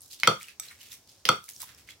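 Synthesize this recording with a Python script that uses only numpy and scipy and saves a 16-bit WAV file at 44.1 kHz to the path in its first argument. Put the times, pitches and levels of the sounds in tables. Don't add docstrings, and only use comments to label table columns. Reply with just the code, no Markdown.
import sys
import numpy as np
from scipy import signal
from scipy.fft import rfft, irfft
from scipy.io import wavfile
from scipy.ndimage import uniform_filter1d, minimum_filter1d

SR = 44100
rng = np.random.default_rng(int(sys.argv[2]) if len(sys.argv) > 2 else 0)


def master_out(mix):
    frames = np.transpose(np.atleast_2d(mix))
    ceiling = np.clip(frames, -1, 1)
    pcm = np.round(ceiling * 32767).astype(np.int16)
    wavfile.write(sys.argv[1], SR, pcm)


N = 88200
TIME_S = np.arange(N) / SR
BIN_HZ = np.maximum(np.arange(N // 2 + 1) * SR / N, 1)


def undb(db):
    return 10 ** (np.asarray(db) / 20)


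def pan(db):
    return undb(np.array([[db], [-db]]) / 2)


def since(start):
    return np.maximum(TIME_S - start, 0)


def decay(start, t60):
    t = since(start)
    return (t > 0) * np.exp(-np.log(1000) * t / t60)


def stereo(pair, gain, wide_hz=6540):
    mid, side = rfft(pair) * gain
    side = side * np.clip((BIN_HZ / wide_hz) ** 0.51, .15, 1)
    channels = irfft(np.array([mid + side, mid - side]), N)
    return channels / channels.std()


def noise(eq):
    hz, db = np.array(eq).T
    gain = undb(np.interp(np.log(BIN_HZ), np.log(hz), db))
    return stereo(rng.standard_normal((2, N)), gain)


def mode(start, hz, t60):
    phase = 2 * np.pi * hz * since(start)
    offset_rad = np.array([[-1], [1]]) * np.clip(0.24 * np.sqrt(hz / 1000), 0, 1)
    return np.sin(phase + offset_rad) * (1 - np.exp(-phase)) * decay(start, t60)


# freq_hz, gain_db
ROOM_TONE_EQ = [(20, -27), (45, -9.5), (90, 2), (150, -6.5), (300, -7), (1000, -13), (3000, -23),
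                (5500, -12.5), (9000, -23), (16000, -28)]
def room_tone():
    return undb(-63) * noise(ROOM_TONE_EQ)


# centre_hz, level_db, t60_s
REVERB_BANDS = [(150.7, -3.5, .16), (600, -4.5, 0.11), (1320, -5.5, 0.22), (3400, -5.5, .21),
                (6000, -8.5, 0.23), (14970, -11.5, 0.35)]
def room(dry, predelay_s=.0065):
    centres = np.log([row[0] for row in REVERB_BANDS])
    spectrum = rfft(stereo(rng.standard_normal((2, N)), 1, wide_hz=1800))
    response = 0
    for k, (_, db, t60) in enumerate(REVERB_BANDS):
        band = np.interp(np.log(BIN_HZ), centres, np.eye(len(centres))[k])
        fade = decay(predelay_s, t60)
        response += undb(db) * irfft(spectrum * band, N) * fade / np.linalg.norm(fade)
    return dry + signal.fftconvolve(dry, response, axes=1)[:, :N]


# time_s, level_db
SHIFT_FADER = [(0, -80), (1.22, -83.5), (1.36, -65.5), (1.55, -75.5), (1.7, -64), (1.9, -65.5), (2, -70)]
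# freq_hz, gain_db
SHIFT_EQ = [(30, -23), (70, -1), (105, 0.5), (180, -10.5), (400, -16), (800, -25), (2000, -44)]
def bowl_shift():
    times, levels_db = np.array(SHIFT_FADER).T
    return undb(np.interp(TIME_S, times, levels_db)) * noise(SHIFT_EQ)


def air_pocket(t, hz, t60):
    attack = 1 - np.exp(-(hz * t) ** 2)
    return np.sin(2 * np.pi * hz * t) * attack * np.exp(-np.log(1000) * t / t60)


def bubbles(per_s=130, low_hz=3400, high_hz=12950, ring_cycles=36):
    t = np.arange(600) / SR
    out = np.zeros((2, N + len(t)))
    candidates = rng.random(size=(800, 5))
    for when, pitch, size, place, luck in candidates:
        if luck < per_s * N / SR / len(candidates):
            hz = low_hz * (high_hz / low_hz) ** pitch
            level_db = 3 * min(-np.log(size), 2.5)
            ping = air_pocket(t, hz, ring_cycles / hz)
            onset = int(when * N)
            out[:, onset:onset + len(t)] += undb(level_db) * pan(8 * (place - .5)) * ping
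    return out[:, :N]


# peak_s, rise_s, fall_s, level_db, low_cut_hz, tilt_db_per_octave
SQUELCH_CUES = [(0.031, 0.017, 0.073, -52.5, 4540, -3.5), (.13, 0.023, 0.027, -43, 3540, -5),
                (0.208, 0.017, 0.015, -48, 3000, -6), (0.426, 0.043, 0.033, -46, 2000, -3),
                (.49, 0.022, 0.025, -47.5, 1930, -6), (.645, 0.027, 0.089, -48.5, 1600, -2.5),
                (0.717, 0.014, 0.013, -51, 1670, -15), (0.813, 0.021, 0.12, -51.5, 2276, -4),
                (0.931, 0.021, 0.024, -43, 1820, -0.5), (1.10, 0.033, 0.11, -58.5, 3455, -6.5),
                (1.45, .02, 0.054, -51, 3500, 0), (1.495, 0.011, 0.031, -42, 2200, 1),
                (1.565, 0.029, 0.041, -49.5, 4330, -3.5), (1.621, 0.017, 0.021, -37, 860, 1),
                (1.699, 0.037, 0.041, -52.5, 1400, -5.5), (1.784, .015, 0.059, -56, 1570, -2.5),
                (1.904, 0.025, .025, -49.5, 1970, -6.5)]
def squelches(grains_per_s=3100):
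    crackle, motion = 0, 0
    for peak, rise, fall, db, low_cut_hz, tilt_db in SQUELCH_CUES:
        triggers = rng.random(N) < grains_per_s / SR
        accent_db = 3 * np.minimum(rng.exponential(size=N), 3.5)
        grains = triggers * undb(accent_db) * rng.standard_normal((2, N))
        tilt = undb(tilt_db * np.log2(np.maximum(BIN_HZ / low_cut_hz, 1)))
        low_cut = 1 / np.sqrt(1 + (low_cut_hz / BIN_HZ) ** 6)
        attack = np.exp(-((TIME_S - peak) / rise) ** 2)
        release = np.exp(-(since(peak) / fall) ** 1.3)
        swell = undb(db) * np.where(TIME_S < peak, attack, release)
        crackle += swell * stereo(grains, tilt * low_cut)
        motion += swell
    return crackle + undb(3) * motion * bubbles()


# start_s, level_db, pitch_hz, snap_share (0 all ring, 1 all snap)
POP_CUES = [(.007, -36, 8600, 0.39), (0.018, -34.5, 11060, 0.2), (.112, -37, 4370, 0.36),
            (.200, -25, 4400, 0.58), (.411, -29.5, 2300, 0), (.430, -25, 7780, 0.61),
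            (0.442, -33.5, 2850, 0), (0.484, -27.5, 2600, .25), (.6855, -33.5, 4080, 0),
            (.7115, -36, 2180, 0), (.812, -34.5, 3000, .4), (.918, -34.5, 5750, 0.6),
            (1.093, -39.5, 5090, 0.24), (1.441, -32.5, 9300, 0.8), (1.483, -35.5, 2180, 0.14),
            (1.490, -25.5, 4430, 0.98), (1.535, -36.5, 6500, 0.2), (1.563, -31, 5710, .3),
            (1.603, -30.5, 8000, 0.76), (1.611, -31, 4020, 0.6), (1.618, -22.5, 10120, 0.53),
            (1.631, -31.5, 990, 0), (1.748, -38.5, 5500, 0.43), (1.8883, -31, 2150, 0.1),
            (1.908, -31.5, 3380, 0.42)]
def pops():
    bright_noise = noise([(400, -21.5), (1000, -6.5), (1800, -2.5), (6000, 10.5), (16000, 4)])
    out = 0
    for start, db, hz, snap_share in POP_CUES:
        ring = air_pocket(since(start), hz, t60=.013)
        snap = bright_noise * decay(start, t60=.008)
        out += undb(db) * ((1 - snap_share) * ring + snap_share * snap)
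    return out


# pitch_hz, level_db, t60_s, pan_db
RIM_MODES = [(727, -26.5, 0.054, 0), (1263, -17.5, 0.038, 2.3), (2300, -13.5, 0.028, -0.76),
             (3660, -10.5, 0.026, -2.2), (5770, 1, 0.015, -2.2), (6400, -6, 0.028, -2),
             (7790, -5, 0.055, -1.4), (8210, -2.5, 0.036, -2.2), (14150, -3, 0.024, -1)]
def rim_clink(start=.598):
    ring = 0
    for k, (hz, db, t60, pan_db) in enumerate(RIM_MODES):
        ring += (-1) ** k * undb(db) * pan(pan_db) * mode(start, hz, t60)
    tick_eq = [(500, -19), (4000, -5), (7000, -3), (11000, 2), (15000, -2)]
    tick = noise(tick_eq) * decay(start, t60=.024)
    return undb(-27) * (ring + undb(-6.5) * tick)


# pitch_hz, level_db, t60_s
TABLE_MODES = [(78, -16, .35), (121.7, -2.5, .24), (157.5, -6, .17), (198.7, 2, .2), (270, -7.5, .15),
               (330, -3.5, .18), (474.5, 6, .16), (532.4, 4, .14)]
# freq_hz, gain_db
CLATTER_EQ = [(30, -22.5), (70, -16), (120, -2), (250, -7), (380, 0), (480, 3.5), (700, -1.5), (1000, -7),
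              (1300, 3), (1700, -20), (4000, -35)]
def table_thud(start, rise_s=.0035, clatter_hold_s=.012, clatter_t60_s=.15):
    swing = 1 - np.exp(-since(start) / rise_s)
    boom = sum((-1) ** k * undb(db) * mode(start, hz, t60) for k, (hz, db, t60) in enumerate(TABLE_MODES))
    fade = np.exp(-np.log(1000) * since(start + clatter_hold_s) / clatter_t60_s)
    clatter = undb(4) * noise(CLATTER_EQ) * fade
    return swing * (boom + clatter)


# start_s, click_db, ring_db, pitch_hz, skid_db (relative to the click)
TAP_CUES = [(0.2338, -24, -6.5, 2174, -11), (1.2531, -20.5, -19, 3125, -10)]
# freq_hz, gain_db
TAP_EQ = [(500, -13), (1100, -11.5), (1600, -4), (3000, 0.5), (5500, -0.5), (7500, -17.5), (10000, -11),
          (13000, -18.5), (16000, -10)]
# pitch_ratio, level_db, t60_s
UTENSIL_MODES = [(.71, -14.5, .018), (1, -2.5, 0.018), (1.1, -10, .012), (1.38, -16.5, 0.018)]
def utensil_taps():
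    low_cut = signal.butter(3, 810, "high", fs=SR, output="sos")
    out = 0
    for start, click_db, ring_db, hz, skid_db in TAP_CUES:
        contact = decay(start, t60=.014) + undb(skid_db) * decay(start, t60=.15)
        click_and_skid = undb(click_db) * noise(TAP_EQ) * contact
        ring = sum(undb(db) * mode(start, hz * ratio, t60) for ratio, db, t60 in UTENSIL_MODES)
        tap = signal.sosfilt(low_cut, click_and_skid + undb(ring_db) * ring)
        out += pan(-2) * tap + undb(-49) * table_thud(start)
    return out


# start_s, glass_db, tilt_db_per_octave, thud_db
KNOCK_CUES = [(0.274, 1, -0.5, -25.5), (1.2891, 0, -.7, -28)]
# freq_hz, gain_db
CRACK_EQ = [(100, -20), (450, 0), (800, -3.5), (1700, -8), (3000, -1.5), (5500, -2), (9000, -5),
            (12000, -11), (16000, -2.5)]
# pitch_hz, level_db, t60_s, pan_db
BOWL_MODES = [(955, -13.5, 0.027, -3), (1193, -12.5, 0.074, 4), (1290, -2, 0.038, 2.5), (1391, -2, .024, 0),
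              (2088, -12, .025, -3), (2490, -13.5, .02, -0.5), (2760, -16, 0.018, -0.5),
              (3197, -13, .045, 2.5), (3336, -13.5, 0.062, -7), (3529, -11, .025, -3.5),
              (4392, -12.5, 0.031, -8), (4603, -11.5, 0.034, 0.5), (5731, -10.5, .028, 0),
              (7145, -15.5, 0.02, -1.5), (8880, -17, .028, -3)]
def bowl_knocks():
    pivot_hz = BOWL_MODES[1][0]
    out = 0
    for start, glass_db, tilt_db, thud_db in KNOCK_CUES:
        crack = undb(-12) * noise(CRACK_EQ) * decay(start, t60=.016)
        ring = 0
        for k, (hz, db, t60, pan_db) in enumerate(BOWL_MODES):
            gain = undb(db + tilt_db * np.log2(hz / pivot_hz))
            ring += (-1) ** k * gain * pan(pan_db) * mode(start, hz, t60)
        out += undb(glass_db) * (crack + ring) + undb(thud_db) * table_thud(start)
    return out


def scene():
    food = pan(-1.5) * (pops() + squelches())
    hits = bowl_knocks() + utensil_taps() + rim_clink()
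    return room(hits + food) + bowl_shift() + room_tone()


def limiter(x, threshold_db=-1, release_db_per_s=16, lookahead_s=.004):
    peak_db = 20 * np.log10(np.abs(x).max(axis=0) + 1e-9)
    over_db = np.maximum(peak_db - threshold_db, 0)
    span = int(2 * lookahead_s * SR)
    held_db = -minimum_filter1d(-over_db, span)
    recovery_db = release_db_per_s * TIME_S
    cut_db = np.maximum.accumulate(held_db + recovery_db) - recovery_db
    return x * undb(-uniform_filter1d(cut_db, span))


def record(dry):
    high_cut = signal.ellip(8, .2, 70, 16000, fs=SR, output="sos")
    return signal.sosfilt(high_cut, limiter(dry))


dry = scene()
out = record(dry)
master_out(out)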